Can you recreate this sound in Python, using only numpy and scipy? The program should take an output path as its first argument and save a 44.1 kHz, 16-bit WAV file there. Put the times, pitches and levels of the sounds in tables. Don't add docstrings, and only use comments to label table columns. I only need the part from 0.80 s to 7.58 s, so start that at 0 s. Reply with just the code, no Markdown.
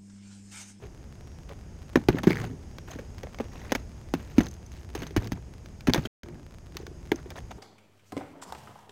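import sys
import numpy as np
from scipy import signal
from scipy.fft import rfft, irfft
from scipy.io import wavfile
from scipy.ndimage import uniform_filter1d

SR = 44100
rng = np.random.default_rng(int(sys.argv[2]) if len(sys.argv) > 2 else 0)


def store_pcm(level_fs):
    pcm = np.round(np.clip(level_fs, -1, 1) * 32767).astype(np.int16)
    wavfile.write(sys.argv[1], SR, np.atleast_2d(pcm).T)


N = 298998
TIME = np.arange(N) / SR

# frequency_hz, relative_db
AIR_SPECTRUM = [(12, -47), (20, -11), (70, -2), (177, -13.5), (248, -16.5), (310, -22), (347, -17.5),
                (388, -23.5), (422, -22.5), (459, -24.5), (897, -31), (1120, -35.5), (4060, -41),
                (5530, -40), (16000, -63)]
# centre_hz, width_hz, gain_db
HISS_HUMPS = [(4160, 2300, -7), (4930, 450, 5.5), (5550, 170, -1), (6540, 360, 9)]
# time_s, gain_db
AIR_SWELL = [(0, 1), (1.1, 2), (2.8, 3.5), (4.2, 1), (4.9, 1.5), (5.7, -1), (6.2, 2), (6.78, 2.5)]
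# start_s, length_s, scratch_db, drone_db, tilt_db_per_octave
SLIDES = [ (.01, 0.073, -55.5, -47, -1.5), (0.696, 0.038, -47.5, -47.5, -4.5),
          (1.305, 0.076, -48, -35, -1.5), (1.361, 0.049, -42.5, -37, -2.5), (1.473, .075, -39.5, -30.5, 0),
          (1.536, .16, -46.5, -35, 0.5), (1.658, 0.087, -59, -39, -.5), (2.072, 0.1, -48.5, -54, -0.5),
          (2.716, 0.35, -53.5, -53, 0), (3.346, 0.32, -60.5, -55, 2), (3.607, 0.072, -47.5, -49, -1.5),
          (3.913, 0.14, -64, -77, 6), (4.158, 0.16, -52.5, -44.5, 0.5), (4.381, 0.12, -51.5, -39, 0.5),
          (5.17, 0.26, -56, -43.5, 5.5), (5.425, .21, -58.5, -46, -4.5), (5.945, 0.11, -57.5, -58, 0.5),
          (6.505, 0.023, -44.5, -50, -4), (6.554, 0.048, -45, -57, -0.5), (6.706, .022, -42.5, -50, -2.5)]
# frequency_hz, relative_db
SCRATCH_SPECTRUM = [(100, -23.5), (400, 8.5), (800, 6.5), (1150, 2.5), (1700, 3), (2250, 0.5), (3200, -5.5),
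                    (4500, -7), (5800, -11.5), (6400, -6.5), (7300, -15.5), (11000, -25), (14000, -21.5),
                    (16000, -23.5)]
# frequency_hz, relative_db, t60_s
HULL_MODES = [(112.3, 1.5, 0.19), (156.3, -2.5, 0.23), (191, -4.5, 0.19), (240, 1, 0.11), (289, -3, 0.14),
              (352.3, -4.5, .18), (410.4, 0, 0.079), (478, -7.5, 0.075), (602, -22.5, 0.091),
              (790, -29.5, 0.059), (927, -32, 0.51)]
# centre_hz, width_hz, gain_db
CASE_MODES = [(6230, 200, -11.5), (10160, 510, -5.5), (11800, 110, 2), (12100, 200, -2), (14000, 600, -2)]
# start_s, length_s, level_db
TRILLS = [(0.364, 0.3, -72), (1.88, 0.31, -72), (2.58, 0.33, -70)]
# start_s, level_db, tilt_db_per_octave
CLICKS = [(.693, -32, 0.5), (1.3861, -27, 1), (1.6426, -28, -4.5), (1.9845, -26, 0), (2.383, -31.5, 3),
          (2.4332, -27, 0.5), (2.4705, -30.5, -6.5), (2.546, -27, -2), (2.5868, -27, -2), (3.593, -21, -2),
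          (3.6677, -26.5, 1), (4.178, -30.5, -1), (4.233, -29, -3), (4.2678, -27, 1), (4.4446, -31.5, 7),
          (4.473, -28, 2), (4.8598, -33.5, 0.5), (5.008, -28.5, 3), (5.136, -5, 2.5), (5.434, -30.5, 2),
          (5.9691, -20.5, 3), (6.0671, -25.5, 0), (6.5044, -27.5, 9.5), (6.7083, -34, -6.5)]
# frequency_hz, relative_db
CLICK_SPECTRUM = [(100, -9.5), (700, 7.5), (1300, 3), (2100, 3.5), (3000, 1.5), (4500, -2), (5800, -4),
                  (6450, -3.5), (7300, -14.5), (11000, -26.5), (16000, -12)]
# start_s, level_db, pitch_hz
BOOMS = [(1.155, -21.5, 120), (1.288, -12.5, 125), (3.587, -17, 103), (4.373, -16, 91), (4.526, -22.5, 121),
         (5.084, -16.5, 106), (5.178, -19.5, 115)]
# start_s, thud_db, pitch_hz, contact_s, rebound_s, clack_db, tilt_db_per_octave
KNOCKS = [ (1.1572, -4, 268, 0.0044, .015, -8, -2.5), (1.2861, -8, 361, 0.005, .016, -11.5, -1),
          (1.346, -15, 265, 0.0018, 0.01, -46, -17), (1.4339, -22, 302, 0.0086, 0.0076, -24, 0),
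          (1.471, -3.5, 295, 0.0033, 0.0047, -23.5, 0), (1.504, -18, 290, 0.0066, .015, -30.5, -1),
          (2.158, -32, 186, .004, 0.0073, -38, -6), (2.188, -35.5, 530, 0.008, .005, -40, 1),
          (2.435, -36, 540, 0.0062, 0.0083, -34.5, -3.5), (2.601, -23, 440, 0.003, 0.0033, -28, -3),
          (2.606, -28, 240, 0.0047, .008, -32, -0.5), (2.9208, -24.5, 480, 0.0028, 0.0038, -18, 1.5),
          (2.951, -34, 323, 0.0041, 0.0049, -20.5, 1.5), (3.3389, -15, 261, .0034, .011, -23, 1),
          (3.5821, -3.5, 259.4, 0.0065, 0.021, -23.5, 2), (3.606, -25, 313, 0.0066, .012, -23.5, -1),
          (4.151, -28.5, 393, 0.0064, .011, -29.5, 2.5), (4.220, -29.5, 327, 0.0085, .013, -33, .5),
          (4.308, -33, 370, 0.0043, .012, -45.5, 3), (4.3644, -14, 290, 0.0061, .009, -19, 1),
          (4.5201, -19.5, 222, 0.0039, 0.01, -30, 3.5), (5.0713, -27.5, 392, .008, .005, -24, 1),
          (5.0826, -11, 249, 0.0074, 0.011, -25.5, -1.5), (5.097, -22, 332, .003, 0.0046, -24.5, 0),
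          (5.1456, -42, 400, 0.0047, .014, -17, 2), (5.159, -19.5, 303, 0.012, 0.012, -23.5, -2),
          (5.177, -15.5, 219, 0.0073, .012, -22.5, -1.5), (5.253, -29, 330, 0.0075, .004, -29.5, 0),
          (6.3175, -11, 365, 0.0053, 0.025, -18, -1), (6.458, -34.5, 400, .006, .01, -42, -2)]
# frequency_hz, relative_db
CLACK_SPECTRUM = [(60, -9.5), (250, 15), (500, 3.5), (800, 6), (1150, -2.5), (1750, 0), (2300, -4.5),
                  (3200, -9.5), (4600, -13), (5800, -14), (6450, -11), (7200, -24), (11000, -26.5),
                  (16000, -26)]
# start_s, level_db, pitch_hz, rise_s
PINGS = [(1.384, -30, 1780, 0.0021), (2.108, -47.5, 6400, 0.0037), (3.592, -28, 2170, 0.00086),
         (4.221, -38.5, 2130, 0.0014), (4.365, -37, 6400, .0013), (5.071, -39, 6100, 0.00079),
         (5.136, -14, 4300, 0.00024), (5.256, -31, 3145, 0.0011), (6.318, -15.5, 2050, 0.00033),
         (6.3585, -40.5, 6300, 0.00086)]
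# start_s, length_s, first_gap_s, level_db, fade_db_per_s, pitch_hz, rise_s
CHATTERS = [(1.506, .03, .0118, -22.5, -280, 2190, 0.0011), (1.556, .06, .0143, -29.5, -90, 1880, 0.00071),
            (3.584, .17, 0.024, -41, -60, 6340, 0.0017), (3.862, .07, .056, -52, -10, 6300, 0.0019),
            (4.149, .13, 0.039, -47, -25, 6380, 0.0026)]


def amp(db):
    return 10 ** (np.asarray(db) / 20)


def unit_rms(x):
    return x / np.sqrt(np.mean(x ** 2) + 1e-20)


def add(mix, start_s, sound):
    part = mix[max(round(start_s * SR), 0):][:len(sound)]
    part += sound[:len(part)]


def level_at(spectrum, hz):
    points_hz, db = np.transpose(spectrum)
    return np.interp(np.log(hz + 1), np.log(points_hz + 1), db)


def impulse_response(spectrum, tilt=0, size=1024):
    hz = abs(np.fft.fftfreq(size, 1 / SR))
    log_gain = np.log(amp(level_at(spectrum, hz) + tilt * np.log2(np.clip(hz, 400, 5000))))
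    response = np.exp(np.conj(signal.hilbert(log_gain)))
    taps = np.fft.ifft(response).real[:size // 2]
    return taps / np.linalg.norm(taps)


def air(base_db=-45.5):
    hz = np.fft.rfftfreq(N, 1 / SR)
    humps_db = sum(db / (1 + (2 * (hz - centre) / width) ** 2) for centre, width, db in HISS_HUMPS)
    noise = irfft(rfft(rng.standard_normal(N)) * amp(level_at(AIR_SPECTRUM, hz) + humps_db), N)
    swell_db = np.interp(TIME, *np.transpose(AIR_SWELL))
    return amp(base_db + swell_db) * unit_rms(noise)


def faint_ticks(per_s=26, level_db=-30.5, spread_db=2.4):
    occurs = rng.random(N) < per_s / SR
    strength = amp(level_db + spread_db * np.clip(rng.standard_normal(N), -2, 1.5))
    impulses = occurs * strength * rng.choice([-1, 1], N)
    low_pass = impulse_response([(150, 0), (400, -2), (1500, -7), (4000, -14), (7000, -22), (16000, -29)])
    return signal.oaconvolve(impulses, low_pass)[:N]


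def slip_snaps(catches, decay_at_2khz_s=0.00054, count=30):
    t = np.arange(300) / SR
    hz = (np.geomspace(500, 15000, count) * rng.uniform(.95, 1.05, count))[:, None]
    age = t / (decay_at_2khz_s * (2000 / hz) ** .6)
    snaps = age * np.exp(-age) * np.sin(2 * np.pi * hz * t)
    snaps *= np.sqrt(hz) / np.linalg.norm(snaps, axis=1, keepdims=True)
    choice = rng.integers(0, count, len(catches))
    out = np.zeros(len(catches))
    for k in np.flatnonzero(catches):
        add(out, k / SR, catches[k] * snaps[choice[k]])
    return out


def hull_response():
    t = np.arange(SR // 3) / SR
    hz, db, t60 = np.transpose(HULL_MODES)[:, :, None]
    detune, phase = rng.uniform(-1.095, 1, (2, len(HULL_MODES), 1))
    modes = np.sin(2 * np.pi * hz * (1 + .03 * detune) * t + np.pi * phase)
    ring = (amp(db - 60 * t / t60) * modes).sum(0)
    ring *= 1 - np.exp(-t / 0.0023)
    return ring / np.linalg.norm(ring)


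def rub(length_s, scratch_db, drone_db, tilt, slips_per_s=2400, spread_db=3.5, clump_db=4.0):
    n = int(length_s * SR)
    progress = np.linspace(0, 1, n)
    clumps = amp(clump_db * np.interp(progress * length_s, np.arange(60) * .005, rng.standard_normal(60)))
    stroke = np.sqrt(progress) * (1 - progress) * clumps
    slips = rng.random(n) < slips_per_s / SR
    catches = slips * amp(spread_db * np.minimum(rng.exponential(1, n), 3)) * rng.choice([-1, 1], n)
    drag = unit_rms(stroke * (unit_rms(slip_snaps(catches)) + 0.49 * rng.standard_normal(n)))
    drone = signal.fftconvolve(stroke * catches, hull_response())
    out = amp(drone_db) * np.sqrt(n) * drone / np.linalg.norm(drone)
    add(out, 0, amp(scratch_db) * signal.fftconvolve(drag, impulse_response(SCRATCH_SPECTRUM, tilt)))
    return out


def slides():
    out = np.zeros(N)
    for start_s, *stroke in SLIDES:
        add(out, start_s, rub(*stroke))
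    return out


def case_ring(sound):
    return sum(amp(db) * signal.lfilter(*signal.iirpeak(hz, hz / width, fs=SR), sound)
               for hz, width, db in CASE_MODES)


def insect(pitch_hz=5640, pulses_per_s=60, wander_hz=70):
    out = np.zeros(N)
    for start_s, length_s, db in TRILLS:
        t = np.arange(int(length_s * SR)) / SR
        hz = pitch_hz + wander_hz * unit_rms(uniform_filter1d(rng.standard_normal(len(t)), size=100))
        carrier = np.sin(2 * np.pi * np.cumsum(hz) / SR)
        pulses = 1 + np.sin(2 * np.pi * pulses_per_s * t)
        add(out, start_s, amp(db) * unit_rms(carrier * pulses * np.sin(np.pi * t / length_s)))
    return out


def contact(decay_s, snap, tail_db, tail_s, modes_hz=(500, 1180, 1662, 2380, 3320), width_hz=104):
    t = np.arange(SR // 6) / SR
    force = rng.standard_normal(len(t)) * (np.exp(-t / decay_s) + amp(tail_db) * np.exp(-t / tail_s))
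    force[0] += snap
    spot_hz = modes_hz * (1 + 0.12 * rng.uniform(-1, 1, len(modes_hz)))
    ring = sum(signal.lfilter(*signal.iirpeak(hz, hz / width_hz, fs=SR), force) for hz in spot_hz)
    return amp(-1) * (force + amp(-2) * ring)


def clicks():
    out = np.zeros(N)
    for start_s, db, tilt in CLICKS:
        touch = contact(decay_s=0.002, snap=6.0, tail_db=-21, tail_s=0.0072)
        tick = signal.fftconvolve(touch, impulse_response(CLICK_SPECTRUM, tilt))
        add(out, start_s, amp(db) * tick / abs(tick).max())
    return out


def wall_swing(db, hz, rise_s):
    t = np.arange(SR // 10) / SR
    age = t / rise_s
    return -amp(db) * age * np.exp((1 - age ** 2) / 2) * np.sin(2 * np.pi * hz * t)


def booms(rise_cycles=.65, rock_db=-7.5, ring_db=-30):
    out = np.zeros(N)
    for start_s, db, hz in BOOMS:
        rock_hz = 0.52 * hz
        boom = wall_swing(db, hz, rise_cycles / hz)
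        boom += wall_swing(db + rock_db, rock_hz, rise_cycles / rock_hz)
        add(out, start_s, boom)
        add(out, start_s, amp(ring_db) * signal.fftconvolve(boom, hull_response()))
    return out


def clack(db, contact_s, tilt):
    touch = contact(contact_s, snap=0.025 / max(contact_s, .002), tail_db=-43, tail_s=0.0073)
    return amp(db) * signal.fftconvolve(touch, impulse_response(CLACK_SPECTRUM, tilt))


def knocks(ring_db=-30, ring_delay_s=.0033, wall_hz=270, thud_db_per_s=-650, clack_db_per_s=-1050):
    out = np.zeros(N)
    for start_s, thud_db, hz, contact_s, rebound_s, clack_db, tilt in KNOCKS:
        rise_s = .0015 + 0.39 * contact_s
        thud = wall_swing(thud_db, hz, rise_s)
        add(thud, rebound_s, wall_swing(thud_db + thud_db_per_s * rebound_s, .8 * hz, rise_s))
        add(out, start_s, thud)
        add(out, start_s + ring_delay_s, amp(ring_db) * signal.fftconvolve(thud, hull_response()))
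        add(out, start_s, clack(clack_db, contact_s, tilt))
        add(out, start_s + rebound_s, clack(clack_db + clack_db_per_s * rebound_s, contact_s, tilt))
        stiffness_loss_db = 20 * np.log2(max(hz / wall_hz, 1))
        settle = rub(length_s=0.08, scratch_db=-53, drone_db=-44.5 - stiffness_loss_db, tilt=-1.9)
        add(out, start_s + rebound_s, amp(0.32 * thud_db) * settle)
    return out


def ping(db, hz, rise_s, split=0.034, grit=.6):
    t = np.arange(SR // 20) / SR
    ratio = np.array([[1], [1 + split * rng.choice([-1, 1])]])
    modes = amp([[0], [-6]]) * np.sin(2 * np.pi * (hz * ratio * t + rng.random((2, 1))))
    hump = [(hz / 6, -20), (hz / 2, -8), (hz, 0), (hz * 1.25, -9), (hz * 2.1, -16), (hz * 4, -28)]
    rasp = signal.fftconvolve(rng.standard_normal(len(t)), impulse_response(hump))[:len(t)]
    envelope = t / rise_s * np.exp(1 - t / rise_s)
    return amp(db) * envelope * (modes.sum(0) + grit * rasp)


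def small_parts(gap_growth=1.027, spread_db=2.5, detune_hz=110):
    out = np.zeros(N)
    for start_s, *part in PINGS:
        add(out, start_s, ping(*part))
    for start_s, length_s, gap_s, first_db, fade_db_per_s, hz, rise_s in CHATTERS:
        t = 0
        while t < length_s:
            softness, detune = rng.uniform(-1.03, 1, 2)
            db = first_db + fade_db_per_s * t - spread_db * softness
            add(out, start_s + t, ping(db, hz + detune_hz * detune, rise_s))
            t += gap_s
            gap_s *= gap_growth
    return out


def fumble(start_s=5.956, length_s=.17, gap_s=0.04, first_db=-33.5, fade_db_per_s=-25, pitch_hz=364):
    out = np.zeros(N)
    for t in np.arange(0, length_s, gap_s):
        late, detune = rng.uniform(-0.81, 1, 2)
        bump = wall_swing(first_db + fade_db_per_s * t, pitch_hz * (1 + 0.071 * detune), rise_s=0.0031)
        add(out, start_s + t + 0.0047 * late, bump)
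    return out


def scene():
    handling = knocks() + booms() + fumble() + clicks() + small_parts() + slides()
    return (handling + case_ring(handling) + air() + insect() + faint_ticks())[None]


def record(dry):
    cut_start_s, cut_end_s, cutoff_hz = 5.273, 5.433, 15950
    gate = uniform_filter1d(1. * ((TIME < cut_start_s) | (TIME > cut_end_s)), size=64)
    low_pass = signal.firwin(255, cutoff_hz, window=("kaiser", 9), fs=SR)
    return signal.oaconvolve(dry * gate, low_pass[None], "same")


dry = scene()
out = record(dry)
store_pcm(out)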